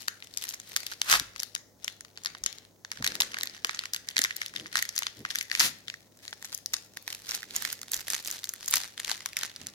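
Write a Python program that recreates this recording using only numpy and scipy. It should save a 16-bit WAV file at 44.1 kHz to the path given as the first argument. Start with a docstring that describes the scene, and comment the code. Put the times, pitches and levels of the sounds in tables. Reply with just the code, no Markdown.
"""Crinkling, sharp snaps and two short rips: hands peel the foil wrapper off a chocolate bar on a table.
Creases flip and ring their facets, film rubs in tiny slips, tears run as streams of fractures,
and bar and hands bump the table. A small room answers the foil over a faint hum and hiss.
A close two-port microphone colours left and right differently."""
import sys
import numpy as np
from scipy import signal
from scipy.fft import rfft, irfft
from scipy.io import wavfile

SR = 44100
rng = np.random.default_rng(int(sys.argv[2]) if len(sys.argv) > 2 else 0)


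def master(y):
    """Save y as 16-bit WAV."""
    cut = np.clip(np.atleast_2d(y).T, -1, 1)
    pcm = np.round(cut * 32767)  # scale
    wavfile.write(sys.argv[1], SR, pcm.astype(np.int16))


N = 429534
TIME = np.arange(N) / SR

# Main creases: t/s, level over 1 ms/dB, treble slope/(dB/octave), facet f/Hz
CREASES = [(0.0827, -15.5, -3.5, 1640), (0.2247, -32, -23, 2760), (0.3738, -18.5, -3, 6500),
           (0.4225, -27.0, 1.5, 3210), (0.44, -24.0, 0, 1960), (0.4902, -22.5, 4, 6600),
           (0.54, -28.5, -4, 886), (0.6, -30.5, -7, 6840), (0.7637, -12.5, 1, 1540), (0.8666, -23, 2, 3100),
           (0.9203, -29.5, -23, 1560), (1.0167, -13.5, -6, 3030), (1.099, -15.5, -2, 2870),
           (1.1115, -15, 4, 800), (1.1159, -11, -1, 1110), (1.127, -8.5, -9, 930), (1.1393, -10, -12, 1140),
           (1.1978, -16.5, -2, 1470), (1.362, -29.5, -8, 1120), (1.396, -27.5, -15, 5300),
           (1.401, -21, -2, 6300), (1.4325, -20.5, 4, 960), (1.551, -18.5, -5.5, 5800),
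           (1.5624, -29, -24, 1380), (1.8449, -22.5, -6, 6500), (1.8799, -20, -9, 2670),
           (2.0082, -32, -13, 8600), (2.0491, -38, -10, 1280), (2.1752, -31, -16, 4380),
           (2.2482, -26, -3, 980), (2.2595, -18.0, -14.5, 4400), (2.3495, -31.5, -24, 890),
           (2.4385, -21, -4, 6400), (2.4621, -12.5, -14, 6800), (2.5276, -32, -3, 3520),
           (2.584, -35.5, -7, 4000), (2.8487, -29.5, -15, 1430), (2.917, -22.5, -6, 1770),
           (2.973, -33.5, -15, 1540), (3.0442, -16, -4, 1720), (3.0653, -15, -3.5, 2080),
           (3.076, -15, -5, 3700), (3.1535, -23, -4.5, 800), (3.2041, -12, -2.5, 2400),
           (3.2086, -12.5, -1, 970), (3.22, -14.5, -6, 3760), (3.3434, -22.5, -16, 1230),
           (3.3694, -26.5, -18, 1700), (3.3868, -25, -4, 1560), (3.4105, -22.5, -15, 4000),
           (3.433, -17.5, -1, 1780), (3.4726, -25.5, -10, 3450), (3.6474, -15, -6, 980),
           (3.6941, -21, -20, 1260), (3.7474, -27.5, -18, 6660), (3.7915, -18.5, -14, 3800),
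           (3.856, -26.5, -7.5, 1110), (3.9355, -18, 1.5, 4770), (3.9466, -21.5, -1, 1680),
           (3.9629, -24, -5, 3180), (4.0878, -21.5, -7, 5030), (4.1668, -14.5, -14, 2020),
           (4.1806, -14.5, -8, 3550), (4.1907, -13.5, 1, 790), (4.2176, -14, -9, 7370),
           (4.2398, -14.5, -0.5, 5500), (4.2482, -16, -18, 1870), (4.3084, -24, -17, 2370),
           (4.3656, -23, 9, 4400), (4.417, -21.5, -8.0, 2180), (4.462, -25.5, -4.5, 3440),
           (4.5624, -22, -12, 3600), (4.5981, -30, -9, 2790), (4.6593, -32.5, -34, 1120),
           (4.7562, -14.5, -5, 1350), (4.771, -17, -6, 1330), (4.7894, -22, -3.0, 2180),
           (4.8256, -16.5, 0.5, 1820), (4.8914, -21.5, -7, 5570), (4.9634, -21.5, -4.5, 6200),
           (4.9795, -16.5, -4, 5240), (4.99, -18, 8, 2300), (5.0222, -25, -10, 790),
           (5.0325, -23.0, -13, 2770), (5.068, -18, -18, 4180), (5.2516, -20.5, -19, 1470),
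           (5.305, -23, -11, 3550), (5.3566, -17.5, -1.5, 2080), (5.3865, -20, -2, 4820),
           (5.4112, -20.5, -3, 2180), (5.5153, -17, -10, 1740), (5.5514, -17, -10, 2440),
           (5.5964, -12, -3, 6330), (5.6024, -9, -13, 5260), (5.609, -13.5, -12, 874),
           (5.8821, -25.5, -13, 3550), (5.9002, -26, -13.0, 2340), (5.9407, -32.5, -13, 1900),
           (6.2795, -28.0, -12, 4470), (6.3287, -28, -18, 790), (6.4259, -32, -4, 1000),
           (6.4466, -28.5, -17, 7460), (6.528, -29, -18, 5780), (6.5477, -21, 11, 5440),
           (6.6603, -21, 1.5, 5200), (6.7363, -17, -3, 7000), (6.7404, -16, -12.5, 5470),
           (6.9718, -26.5, -15, 11290), (7.0782, -23, -14.5, 12100), (7.1276, -26, -3, 2620),
           (7.2916, -23, -1, 5280), (7.3102, -20, -5, 5610), (7.3494, -20, 4, 4730),
           (7.4302, -28.5, -5, 1710), (7.5632, -14.5, 1, 6700), (7.6227, -24.5, 8, 800),
           (7.651, -17, -1, 1810), (7.728, -20.5, 6, 1350), (7.8159, -28.5, -3, 6800),
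           (7.8312, -31, -2.5, 1320), (7.9179, -19.5, 10, 7660), (7.9346, -21, 3, 1780),
           (7.943, -17.5, 1, 6940), (7.9654, -24.5, 10, 5960), (8.0824, -23.5, -11, 12000),
           (8.1023, -17.5, -5.5, 8080), (8.134, -21, -6, 7200), (8.1494, -19.5, -0.5, 1230),
           (8.249, -28.5, 4, 7150), (8.275, -22.5, 6, 5400), (8.3034, -31, 6, 4560),
           (8.313, -21.5, 2, 6530), (8.442, -22, 0.5, 4440), (8.4916, -20.5, 1.5, 6530),
           (8.5374, -26, -4.5, 12100), (8.6603, -29.5, 6, 6100), (8.68, -20, -5, 8080),
           (8.684, -20.5, 9, 6500), (8.7105, -18.0, 15, 8330), (8.739, -9, -9.5, 8900),
           (8.7575, -13, 10, 4530), (8.7687, -18, -12, 6200), (8.8355, -27, -7, 3800),
           (8.9781, -27.5, -10, 3240), (8.9998, -22.5, -7.5, 8300), (9.0472, -22.5, -5, 3280),
           (9.096, -21.5, 0, 1190), (9.1153, -17, -4, 810), (9.2058, -32.5, -11, 2490),
           (9.2597, -19.0, -1, 1050), (9.3686, -16, -1.5, 2470), (9.3895, -23.5, -1.5, 4700),
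           (9.434, -20, -4.5, 1560), (9.5619, -29.5, -8.5, 4220), (9.6692, -24.5, -6.0, 7900)]
# Position of the worked foil: t/s, left minus right/dB, left lead/ms, treble/dB
FOIL_POSITION = [(0, 3.5, 0.26, 4), (1.1, 0, 0.22, 1), (1.5, 5.5, 0.22, -0.5), (2.4, 1, 0.21, -5),
                 (3, -1, 0.22, -15.5), (5.5, 2, 0.19, 1.5), (6.7, 0.5, 0.088, 6), (7.6, -4, 0.045, 3),
                 (8.7, 0, -0.035, 5.5), (9.7, -3, -0.025, -6.5)]


def gain_of(db):
    """Decibels to amplitude."""
    return 10 ** (np.asarray(db) / 20)


def unit_rms(x):
    """Scale to rms 1."""
    return x / np.sqrt(np.mean(x ** 2) + 1e-20)


def at_hz(curve, hz):
    """Curve value on a log-frequency axis."""
    f, value = np.transpose(curve)
    return np.interp(np.log(hz + 1), np.log(f), value)


def at_time(curve, s):
    """Every value column of a curve at times s."""
    times, *columns = np.transpose(curve)
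    return [np.interp(s, times, column) for column in columns]


def add(mix, s, sound):
    """Mix in a stereo sound at time s."""
    part = mix[:, max(round(s * SR), 0):][:, :sound.shape[1]]
    part += sound[:, :part.shape[1]]


def minimum_phase(db):
    """Causal response of a dB spectrum: all ringing follows the blow."""
    cepstrum = irfft(np.log(gain_of(np.maximum(db, -100))))
    half = cepstrum.shape[-1] // 2
    cepstrum[..., 1:half] *= 2
    cepstrum[..., half + 1:] = 0
    return np.exp(rfft(cepstrum))


def coloured(x, spectrum):
    """Stereo filter that keeps the power of white input."""
    taps = irfft(minimum_phase(at_hz(spectrum, np.fft.rfftfreq(4096, 1 / SR))))
    return signal.oaconvolve(x, taps[None] / np.linalg.norm(taps), axes=1)[:, :N]


def resonance(x, hz, width_hz):
    """One resonance, peak gain 1."""
    return signal.lfilter(*signal.iirpeak(hz, hz / width_hz, SR), x)


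def noise_pair(correlation, size):
    """Two partly alike white noises."""
    shared, *own = rng.standard_normal((3, size))
    return np.sqrt(correlation) * shared + np.sqrt(1 - correlation) * np.array(own)


def still_room(noise_db=-60.5, hum_hz=101, hum_db=-70):
    """Low murmur of air, microphone hiss and mains hum."""
    # Noise floor: f/Hz, level/dB
    floor_spectrum = [(20, -44.5), (55, -4), (80, -10.5), (180, -2.5), (300, -5), (570, -6.5), (950, -16),
                      (3000, -35.5), (6300, -19), (8500, -28), (15000, -26), (16500, -16.5)]
    noise = coloured(noise_pair(0.6, N), floor_spectrum)
    hum = unit_rms(np.sin(2 * np.pi * hum_hz * TIME))
    return gain_of(noise_db) * noise + gain_of(hum_db) * hum


def pull(t, start_s, hold_s, db, rise_db_per_s, fall_db_per_s):
    """Amplitude of one pull: builds until start_s, holds, lets go."""
    early_s = np.maximum(start_s - t, 0)
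    late_s = np.maximum(t - start_s - hold_s, 0)
    return gain_of(db - rise_db_per_s * early_s - fall_db_per_s * late_s)


def handling(s):
    """Finger effort at times s, as amplitude: pinches over a resting grip."""
    # Finger pinches: t/s, hold/s, level/dB
    pinches = [(0.0, .02, -44.5), (0.238, .1, -58), (0.385, .16, -48), (0.664, .26, -45), (1.081, .12, -42),
               (1.386, .06, -50), (1.822, .07, -53), (2.187, .15, -54.5), (2.569, .08, -56.5),
               (2.929, .08, -51.5), (3.058, .1, -41), (3.197, .25, -50.5), (3.505, 0.043, -44),
               (3.665, 0.19, -45.5), (4.164, 0.097, -44.5), (4.384, .06, -45.5), (4.549, 0.092, -50.5),
               (4.742, .05, -37), (4.962, 0.072, -45), (5.308, .07, -42), (5.538, .1, -38.5),
               (6.232, .06, -51), (6.437, .11, -52), (6.724, .08, -54.5), (7.083, 0.059, -45),
               (7.286, .07, -37.5), (7.542, .17, -37.5), (7.924, .05, -39.5), (8.089, .08, -39),
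               (8.26, .1, -40.5), (8.602, 0.27, -47), (8.741, .03, -32), (8.978, .08, -49),
               (9.092, .04, -34), (9.372, .08, -40), (9.587, .03, -46.5)]
    # Resting grip: t/s, level/dB
    grip = [(0, -59), (0.6, -56.5), (1.35, -58.5), (1.65, -75.5), (2.1, -67), (2.5, -62), (2.75, -73),
            (2.95, -56.5), (3.9, -56), (4.9, -55), (5.5, -54.5), (6.15, -67), (6.4, -57.5), (6.9, -64),
            (7.2, -54), (7.87, -57), (8.45, -53), (8.93, -60), (9.25, -54), (9.74, -55)]
    t = TIME[::64]
    pinch_power = sum(pull(t, *row, rise_db_per_s=449, fall_db_per_s=259) ** 2 for row in pinches)
    grip_power = gain_of(at_time(grip, t)[0]) ** 2
    return np.interp(s, t, np.sqrt(pinch_power + grip_power))


def crackle(spectrum, per_s, spread_db, hiss, correlation, slip_s=.0004, treble_hz=7000):
    """Tiny slips of uneven size over smooth hiss, as both ports hear them."""
    sizes = gain_of(spread_db * np.minimum(rng.exponential(1, N), 3.5))
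    slips = sizes * (rng.random(N) < per_s / SR)
    bursts = np.sqrt(signal.lfilter([1], [1, -np.exp(-1 / (slip_s * SR))], slips ** 2))
    left, right = unit_rms((unit_rms(bursts) + hiss) * noise_pair(correlation, N))
    side_db, lead_ms, treble_db = at_time(FOIL_POSITION, TIME)
    lag_samples = np.round(lead_ms * SR / 1000).astype(int)
    right = right[np.clip(np.arange(N) - lag_samples, 0, N - 1)]
    placed = np.array([left * gain_of(side_db / 2), right * gain_of(-side_db / 2)])
    sound = coloured(placed, spectrum)
    treble = signal.sosfilt(signal.butter(1, treble_hz, "high", fs=SR, output="sos"), sound)
    return sound + (gain_of(treble_db) - 1) * treble


def rubbing(trim_db=-2):
    """Film slides on film and under the fingertips."""
    # Sliding film: f/Hz, level/dB
    rub_spectrum = [(200, -9.5), (600, -11), (1000, -10), (1850, -1.5), (2800, -3), (4000, -0.5),
                    (6200, -2.5), (8200, -9), (10000, -9.5), (14700, -14), (16500, -48.5)]
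    slips = crackle(rub_spectrum, per_s=260, spread_db=6, hiss=.5, correlation=.3)
    return gain_of(trim_db) * handling(TIME) * slips


def bending_waves(noise, t, hz, creak=.38, creak_s=.0007, ring_s=.0011, echo=.05, echo_s=.005,
                  alike_hz=2000):
    """Stereo spectra of waves scattering through the sheet around a flip at t = 0."""
    creak_spread = np.minimum(noise[:, 1, -1:], 1)  # some creases creak before they give
    before = creak * np.exp(creak_spread - abs(t) / creak_s)
    after = np.exp(-abs(t) / ring_s) + echo * np.exp(-abs(t) / echo_s)  # echo off fingers and table
    fade = np.where(t > 0, after, before)[:, None]
    waves = rfft(noise * fade / np.linalg.norm(fade, axis=2, keepdims=True))
    blend_rad = np.pi / 4 - np.arctan(hz / alike_hz) / 2  # long waves reach both ports alike
    return np.cos(blend_rad) * waves + np.sin(blend_rad) * waves[:, ::-1]


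def snaps(creases, beaming=1, scatter=2.48, facet_db=6, facet_octaves=.36, bass_db_per_octave=6,
          knee_hz=5000, wander_db=2, lead_in_s=.004, size=1024):
    """Each crease flips at once and rings one facet: small ones tick, large ones pop."""
    # Snapping foil: f/Hz, level/dB
    foil_spectrum = [(300, -19), (620, -17), (900, -12.5), (1350, -5.5), (1850, 0.5), (2700, -5.5),
                     (3700, -1.5), (5600, -0.5), (6700, 0.5), (8400, -8.5), (11000, -4), (14500, -7),
                     (16500, -23)]
    s, level_db, slope, pitch_hz = np.transpose(creases)[:, :, None]
    noise = rng.standard_normal((len(s), 2, size))
    t = np.arange(size) / SR - lead_in_s
    hz = np.fft.rfftfreq(size, 1 / SR) + 1
    flip = np.exp(-2j * np.pi * hz * lead_in_s)
    drive = flip + scatter * bending_waves(noise, t, hz)

    octaves = np.log2(hz / pitch_hz)
    peak_db = facet_db * np.exp(-(octaves / facet_octaves) ** 2)
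    bass_db = bass_db_per_octave * np.clip(octaves, -1.5, 0)  # a facet radiates little below its pitch
    tilt_db = np.sqrt(beaming) * slope * np.log2(np.hypot(1, hz / knee_hz))
    colour = minimum_phase(at_hz(foil_spectrum, hz) + beaming * (peak_db + bass_db) + tilt_db)

    side_db, lead_ms, _ = at_time(FOIL_POSITION, s)
    side_db = side_db + wander_db * noise[:, 0, -1:]
    port = np.array([[.5], [-.5]])
    arrival = np.exp(2j * np.pi * hz * port * lead_ms[:, None] / 1000)
    clicks = irfft(drive * colour[:, None] * arrival) * gain_of(port * side_db[:, None])
    out = np.zeros((2, N))
    for at_s, db, click in zip(s[:, 0], level_db[:, 0], clicks):
        unit_click = click * np.sqrt(2 * SR / 1000 / np.sum(click ** 2))  # energy of 1 ms at rms 1
        add(out, at_s - lead_in_s, gain_of(db) * unit_click)
    return out


def small_snaps(count=170, above_db=11, cap_db=-39, spread_db=6, crowding=.4, facet_hz=3400):
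    """Lesser creases give way at random, louder and denser as the fingers work harder."""
    jitter, size, edge, facet = rng.standard_normal((count, 4)).T
    work = np.cumsum(handling(TIME) ** crowding)
    share = (np.arange(count) + jitter) % count / count
    s = np.interp(share, work / work[-1], TIME)
    typical_db = np.minimum(20 * np.log10(handling(s)) + above_db, cap_db)
    level_db = typical_db + spread_db * np.minimum(size, 1.5)
    _, _, treble_db = at_time(FOIL_POSITION, s)
    slope = treble_db / 2 - 1 + 4 * edge
    return snaps(np.c_[s, level_db, slope, facet_hz * np.exp(.72 * facet)])


def neighbour_snaps(count=260, delay_s=.006, jitter_s=.011, weaker_db=-15, spread_db=4):
    """A snap shifts strain onto nearby creases; a ragged cluster of weaker ones gives way around it."""
    jitter, size, facet = rng.standard_normal((count, 3)).T
    s, parent_db, slope, pitch_hz = np.array(CREASES)[rng.integers(0, len(CREASES), count)].T
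    slack_db = np.minimum(20 * np.log10(handling(s)) + 48, 0) / 2  # loose film passes on less strain
    level_db = parent_db + weaker_db + slack_db + spread_db * np.minimum(size, 1.5)
    onset_s = s + delay_s + jitter_s * jitter
    return snaps(np.c_[onset_s, level_db, slope, pitch_hz * np.exp(.42 * facet)])


def wrapper_hollow(x, pocket_db=-3, body_db=-6):
    """The taut wrapper resounds low; as the hands cup it, the air pocket beneath takes over."""
    # Cupping: t/s, amount/dB (0 and above: fully cupped)
    cupping = [(2.6, -13), (3.2, -13), (5.8, 47), (6.5, -24), (8.5, -46), (9.3, -22)]
    cupped = np.minimum(gain_of(at_time(cupping, TIME)[0]), 1)
    pocket = gain_of(pocket_db) * resonance(x, hz=1900, width_hz=380)
    body = gain_of(body_db) * resonance(x, hz=850, width_hz=260)
    return x + cupped * pocket + (1 - cupped) * body


def room_echo(x, wall_s=.0091, wall_db=-26, tail_db=-14.5, echoes_per_s=4000, dull_hz=11000):
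    """One near wall and the short tail of a small room; furnishings absorb treble."""
    # Room decay: f/Hz, T60/s
    decay_times = [(200, 0.32), (1000, 0.43), (4000, 0.41), (8000, 0.33), (15000, 0.3)]
    t = np.arange(SR // 2) / SR
    signs = rng.choice([-1., 1.], (2, len(t)))
    taps = signs * (rng.random((2, len(t))) < echoes_per_s / SR) * (t > .006)
    hz, frame_s, spectra = signal.stft(taps, SR, nperseg=256)
    decay = gain_of(-60 * frame_s / at_hz(decay_times, hz)[:, None])
    tail = signal.istft(spectra * decay, SR, nperseg=256)[1][:, :len(t)]
    tail = gain_of(tail_db) * tail / np.linalg.norm(tail[0])
    response = signal.sosfilt(signal.butter(1, dull_hz, fs=SR, output="sos"), tail)
    response[:, round(wall_s * SR)] += gain_of(wall_db)
    return signal.fftconvolve(x, response, axes=1)[:, :N]


def table_bumps(band_ratio=1.74):
    """Bar and hands push on the table top: soft, heavily damped thuds."""
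    # Pushes: t/s, level/dB, f/Hz, rise/s, decay/s
    pushes = [(1.07, -50, 55, 0.073, 0.084), (1.204, -44.5, 174, 0.0052, 0.017),
              (2.41, -54, 74.5, 0.011, 0.027), (3.002, -37.5, 171, 0.0028, 0.0084),
              (2.975, -45.5, 85, 0.038, 0.03), (3.069, -51, 300, 0.017, 0.26),
              (3.647, -43, 480, 0.0025, 0.006), (4.186, -39, 300, 0.0058, 0.006),
              (4.49, -50.5, 225, 0.14, 0.039), (5.155, -46, 185, 0.056, 0.025),
              (5.633, -47.5, 160, 0.0049, 0.083), (7.45, -60.5, 248, 0.022, 0.49),
              (7.959, -55, 62, 0.0055, 0.027), (9.571, -53, 144, 0.05, 0.094)]
    out = np.zeros((2, N))
    t = np.arange(SR // 2) / SR
    for s, db, hz, rise_s, decay_s in pushes:
        band = signal.butter(2, [hz / band_ratio, hz * band_ratio], "band", fs=SR, output="sos")
        envelope = np.minimum(t / rise_s, 1) * np.exp(-np.maximum(t - rise_s, 0) / decay_s)
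        thud = signal.sosfilt(band, noise_pair(.99, len(t)) * envelope)
        add(out, s, gain_of(db) * unit_rms(thud) * np.sqrt(np.mean(envelope ** 2)))
    return out


def ripping(sag_db_per_s=60, stop_db_per_s=618.5):
    """A running tear: thousands of tiny fractures a second shake the stretched wrapper."""
    # Tears: t/s, hold/s, level/dB, rise/(dB/s), wrapper resonance f/Hz, its width/Hz, its level/dB
    tears = [(1.113, 0.051, -22.5, 400.5, 1200, 760, 7.5), (5.6, 0.074, -23, 3018, 1990, 417, -7)]
    # Tearing film: f/Hz, level/dB
    tear_spectrum = [(100, -17.5), (560, -12.5), (950, -9.5), (1800, -3.5), (2900, -2.5), (4700, -1),
                     (6500, -3), (8400, -7.5), (11000, -8), (15000, -10), (16500, -33.5)]
    fractures = crackle(tear_spectrum, per_s=3500, spread_db=3, hiss=.4, correlation=.4)
    out = np.zeros((2, N))
    for s, hold_s, db, rise_db_per_s, hz, width_hz, body_db in tears:
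        tear = unit_rms(fractures + gain_of(body_db) * resonance(fractures, hz, width_hz))
        slack_db = sag_db_per_s * np.maximum(TIME - s, 0)  # tension drains as the tear runs
        out += pull(TIME, s, hold_s, db - slack_db, rise_db_per_s, stop_db_per_s) * tear
    return out


def scene():
    """Each facet beams its own colour at the microphone; the room gathers all directions."""
    film = small_snaps() + neighbour_snaps() + rubbing()
    rips = ripping()
    direct = wrapper_hollow(snaps(CREASES) + film) + rips
    all_round = wrapper_hollow(snaps(CREASES, beaming=.4) + film) + rips
    return direct + room_echo(all_round) + table_bumps() + still_room()


def record(dry):
    """Port colour, full-scale clip, band limit."""
    # Port imbalance: f/Hz, left minus right/dB
    imbalance = [(500, 0.5), (1000, 0), (1500, -6), (2000, -3.5), (3000, 3.5), (5400, 5), (8200, -3.5),
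                 (10200, 4.5), (13400, -2)]
    half_db = at_hz(imbalance, np.fft.rfftfreq(1024, 1 / SR)) / 2
    port_taps = irfft(minimum_phase(np.array([half_db, -half_db])))
    heard = signal.oaconvolve(dry, port_taps, axes=1)[:, :N]
    lowpass = signal.firwin(255, cutoff=16400, window=("kaiser", 8), fs=SR)
    return signal.oaconvolve(np.clip(heard, -1, 1), lowpass[None], "same")


dry = scene()
out = record(dry)
master(out)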